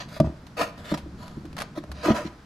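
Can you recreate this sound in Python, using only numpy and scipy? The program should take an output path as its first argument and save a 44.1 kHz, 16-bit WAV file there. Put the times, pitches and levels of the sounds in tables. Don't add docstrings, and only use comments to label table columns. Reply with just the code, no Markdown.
import sys
import numpy as np
from scipy import signal
from scipy.fft import rfft, irfft, next_fast_len
from scipy.io import wavfile
from scipy.ndimage import map_coordinates

SR = 44100
rng = np.random.default_rng(int(sys.argv[2]) if len(sys.argv) > 2 else 0)


def master_out(mix):
    frames = np.transpose(np.atleast_2d(mix))
    ceiling = np.clip(frames, -1, 1)
    pcm = np.round(ceiling * 32767).astype(np.int16)
    wavfile.write(sys.argv[1], SR, pcm)


N = 108045

# f/Hz, side over mid/dB
SIDE_SPECTRUM = [(120, -23.5), (450, -17), (1200, -4), (14000, -5.5)]
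# f/Hz, level/dB
HUSH_SPECTRUM = [(200, 1), (1400, -3.5), (2800, -14.5), (5000, -15), (8500, -26), (12000, -30.5),
                 (15800, -38)]
# f/Hz, t60/s
GARAGE_DECAY = [(100, 0.36), (3000, 0.55), (12000, 0.082)]
# t/s, level/dB
RUMBLE_LEVELS = [(0, -44.5), (.5, -47), (1.1, -43.5), (2.198, -45), (2.45, -52.5)]
# f/Hz, level/dB
RUMBLE_SPECTRUM = [(20, -6), (45, -2.5), (72, 1.5), (100, -1.5), (165, 3), (300, -6), (640, -25),
                   (2000, -81)]
# t/s, level/dB, t60/s
EDGE_SNAPS = [(0.2009, -25.5, 0.026), (0.4672, -44, 0.05), (0.779, -49.5, 0.028), (.9445, -34, 0.027),
              (0.9745, -38, 0.11), (1.28, -38.5, 0.022), (1.453, -46.5, 0.053), (1.5291, -43, 0.022),
              (1.5666, -33, 0.036), (1.5808, -32, 0.034), (1.587, -29.5, 0.034), (1.6022, -28, 0.034),
              (1.6115, -33, 0.026), (1.6186, -26.5, 0.04), (1.838, -44.5, 0.032), (1.9162, -34.5, 0.041)]
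# f/Hz, level/dB
SNAP_SPECTRUM = [(150, -10.5), (600, 10), (1200, 9.5), (2100, 3), (4500, 1), (8500, -11.5), (11500, -8.5),
                 (15800, -27)]
# t/s, swell/s, fall t60/s, rasp/dB, fibre hiss/dB, sheen/dB
SLIDE_STROKES = [(0, 0.0009, 0.13, -33, -31, -55), (0.081, 0.092, 0.093, -46.5, -46, -56.5),
                 (0.237, 0.017, 0.27, -47.5, -54.5, -71), (0.567, 0.051, 0.2, -23, -32, -42.5),
                 (0.773, 0.0026, 0.41, -46, -51.5, -64.5), (0.841, 0.084, 0.066, -42, -41, -56),
                 (0.9383, 0.0023, 0.061, -24, -29.5, -47), (1.17, 0.061, 0.72, -47.5, -53, -65),
                 (1.568, 0.052, .14, -36, -46, -59), (1.751, 0.033, 0.061, -38.5, -45.5, -58.5),
                 (1.939, 0.085, 0.27, -44, -48.5, -67), (2.028, 0.032, 0.35, -28, -35.5, -47.5),
                 (2.069, 0.05, 0.045, -28, -35, -67), (2.141, 0.023, 0.32, -29.5, -37, -50.5),
                 (2.243, 0.027, 0.052, -82, -44.5, -71)]
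# f/Hz, bandwidth/Hz, level/dB
RASP_MODES = [(205, 24, 0.5), (311, 53, 2), (488.7, 19, 9), (602.5, 63, 9), (667, 52, 4.5), (986, 34.6, 10),
              (1234, 35, 6.5), (1834, 38, -4), (2550, 81, 0)]
# f/Hz, level/dB
FIBRE_SPECTRUM = [(600, -15.5), (1500, 4), (2500, -2), (4800, -3), (6300, -9.5), (7800, -23.5), (9500, -43),
                  (15800, -83)]
# f/Hz, level/dB
SHEEN_SPECTRUM = [(4500, -29), (7800, 3.5), (9000, -1.5), (11200, 3.5), (13000, -4), (15800, -12.5)]
# f/Hz, relative level/dB, t60/s
BODY_MODES = [(70, 3.5, 0.49), (148.5, 0, 0.19), (186.7, -2.5, 0.1), (219.7, -1.5, 0.15),
              (292.6, 0.5, 0.13), (334.3, 3, 0.14), (413.4, -6, 0.1), (512, 2, 0.015)]
# f/Hz, relative level/dB, t60/s
PANEL_MODES = [(554, -2, 0.074), (628, 9, 0.051), (947, -6, 0.051), (1192, -4, 0.036)]
# t/s, body/dB, favoured body f/Hz, panel/dB, t60 factor
FLAP_KNOCKS = [(0.164, -72, 300, -25, 1), (0.2001, -7.5, 183, -3, 0.95), (.244, -14, 157, -15.5, 0.49),
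               (0.272, -12, 159, -16, 0.2), (.292, -21.5, 205, -26, 0.53),
               (0.9164, -11.5, 218, -15.5, 0.69), (.936, -21.5, 191, -21, 0.9),
               (1.031, -34.5, 60.9, -69, 0.7), (1.056, -32.5, 330, -41, 1), (1.371, -21.5, 208, -64, 0.49),
               (1.447, -29.5, 374, -51, 1), (1.774, -21, 308, -20.5, 0.75), (1.838, -35, 303, -21, 0.32),
               (1.893, -33.5, 77, -37, 1), (2.056, -17, 374, -57, 1), (2.082, -8, 300, -9, 0.78),
               (2.104, -3, 243, -8, 0.49), (2.247, -23, 213, -55, 1)]

HUSH_DB, GARAGE_DB, RUMBLE_SWING_DB = -54, -17.5, 1.2
SLIPS_PER_S, SLIP_SPREAD_DB, SMOOTH_SHARE = 3000, 5, 0.66
JUDDER_DB, JUDDER_PER_S = 1.1, 170
BITE_S, SWELL_DB, RASP_TOP_HZ = 0.004, 10.5, 2220
FLAP_T60_S, FLAP_DB = 0.014, -0.5
SNAP_ATTACK_S, BODY_ATTACK_S, PANEL_ATTACK_S = 0.00017, 0.00033, 0.0028
FAVOUR_OCTAVES, MODE_SCATTER_DB = 0.9, 3
ROLL_OFF_HZ, TOP_HZ = 14200, 15900


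def amp(db):
    return 10 ** (np.asarray(db) / 20)


def unit(x):
    return x / np.sqrt(np.mean(x ** 2) + 1e-20)


def decay(t, t60_s):
    return np.exp(-np.log(1000) * t / t60_s)


def along(points, hz):
    f, values = np.transpose(points)
    return np.interp(np.log(hz + 1), np.log(f + 1), values)


def wobble(knots_per_s):
    knots = rng.standard_normal(int(N * knots_per_s / SR) + 4)
    return map_coordinates(knots, [np.arange(N) * knots_per_s / SR])


def filtered(x, response):
    size = next_fast_len(N + SR // 2)
    return irfft(rfft(x, size) * response(np.fft.rfftfreq(size, 1 / SR)), size)[..., :N]


def coloured(x, spectrum):
    return unit(filtered(x, lambda hz: amp(along(spectrum, hz))))


def spread(pair):
    side = filtered(pair[1], lambda hz: amp(along(SIDE_SPECTRUM, hz)))
    return np.array([pair[0] + side, pair[0] - side])


def add(track, start_s, sound):
    part = track[..., round(start_s * SR):][..., :sound.shape[-1]]
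    part += sound[..., :part.shape[-1]]


def room_hush():
    return spread(amp(HUSH_DB) * coloured(rng.standard_normal((2, N)), HUSH_SPECTRUM))


def garage_echo(x):
    hz, t, bins = signal.stft(rng.standard_normal((2, SR // 2)), SR, nperseg=256)
    t60_s = along(GARAGE_DECAY, hz)[:, None]
    tail = signal.istft(bins * decay(t, t60_s), SR, nperseg=256)[1]
    tail /= np.linalg.norm(tail[0])
    return spread(signal.fftconvolve(x.mean(0)[None], tail, axes=1)[:, :N])


def box_rumble():
    times_s, db = np.transpose(RUMBLE_LEVELS)
    level = amp(np.interp(np.arange(N) / SR, times_s, db) + RUMBLE_SWING_DB * wobble(knots_per_s=11.34))
    return spread(level * coloured(rng.standard_normal((2, N)), RUMBLE_SPECTRUM))


def edge_snaps():
    level, t = np.zeros(N), np.arange(SR // 8) / SR
    for start_s, db, t60_s in EDGE_SNAPS:
        add(level, start_s, amp(db) * decay(t, t60_s) * (1 - np.exp(-t / SNAP_ATTACK_S)))
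    return spread(level * coloured(rng.standard_normal((2, N)), SNAP_SPECTRUM))


def friction():
    slips = (rng.random(N) < SLIPS_PER_S / SR) * amp(SLIP_SPREAD_DB * rng.standard_normal(N))
    grain = unit(slips * rng.choice([-1, 1], (2, N)))
    return np.sqrt(1 - SMOOTH_SHARE) * grain + np.sqrt(SMOOTH_SHARE) * rng.standard_normal((2, N))


def panel_response(hz):
    peaks = sum(amp(db) * 1j * hz * width_hz / (mode_hz ** 2 - hz ** 2 + 1j * hz * width_hz)
                for mode_hz, width_hz, db in RASP_MODES)
    return peaks / (1 + (hz / RASP_TOP_HZ) ** 4)


def flap_ring(hiss):
    t = np.arange(SR // 20) / SR
    impulse = rng.standard_normal((2, len(t))) * decay(t, FLAP_T60_S)
    impulse /= np.linalg.norm(impulse, axis=1, keepdims=True)
    ringing = signal.oaconvolve(hiss, impulse, axes=1)[:, :N]
    return (hiss + amp(FLAP_DB) * ringing) / np.hypot(1, amp(FLAP_DB))


def edge_scrapes():
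    t, out = np.arange(SR) / SR, np.zeros((2, N))
    slips = unit(friction() * amp(JUDDER_DB * wobble(JUDDER_PER_S)))
    rasp = unit(filtered(slips, panel_response))
    fibres = coloured(slips, FIBRE_SPECTRUM)
    sheen = coloured(slips, SHEEN_SPECTRUM)
    for start_s, swell_s, t60_s, rasp_db, fibre_db, sheen_db in SLIDE_STROKES:
        bite = 1 - np.exp(-t / BITE_S)
        swell = amp(SWELL_DB * np.minimum(t / max(swell_s, 0.001) - 1, 0))
        fall = decay(np.maximum(t - swell_s, 0), t60_s)
        level = np.zeros(N)
        add(level, start_s, bite * swell * fall)
        hiss = amp(fibre_db) * fibres + amp(sheen_db) * sheen
        out += level * (amp(rasp_db) * rasp + flap_ring(hiss))
    return spread(out)


def struck_modes(modes, t60_factor, attack_s, favoured_hz=None):
    t = np.arange(SR // 2) / SR
    hz, db, t60_s = np.transpose(modes)
    gain = (-1) ** np.arange(len(hz)) * amp(db + MODE_SCATTER_DB * rng.standard_normal(len(hz)))
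    if favoured_hz:
        gain /= (1 + (np.log2(hz / favoured_hz) / FAVOUR_OCTAVES) ** 2) ** 2
    gain /= np.linalg.norm(gain)
    fade = gain[:, None] * decay(t, t60_s[:, None] * t60_factor)
    wave = (fade * np.exp(2j * np.pi * hz[:, None] * t)).sum(0)
    wave *= 1 - np.exp(-t / attack_s)
    return np.array([wave.imag, wave.real])


def flap_knocks():
    out = np.zeros((2, N))
    for start_s, body_db, favoured_hz, panel_db, t60_factor in FLAP_KNOCKS:
        add(out, start_s, amp(body_db) * struck_modes(BODY_MODES, t60_factor, BODY_ATTACK_S, favoured_hz))
        add(out, start_s, amp(panel_db) * struck_modes(PANEL_MODES, t60_factor, PANEL_ATTACK_S))
    return spread(out)


def scene():
    contacts = flap_knocks() + edge_scrapes() + edge_snaps()
    return contacts + amp(GARAGE_DB) * garage_echo(contacts) + box_rumble() + room_hush()


def record(dry):
    return filtered(dry, lambda hz: (hz < TOP_HZ) / np.sqrt(1 + (hz / ROLL_OFF_HZ) ** 20))


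dry = scene()
out = record(dry)
master_out(out)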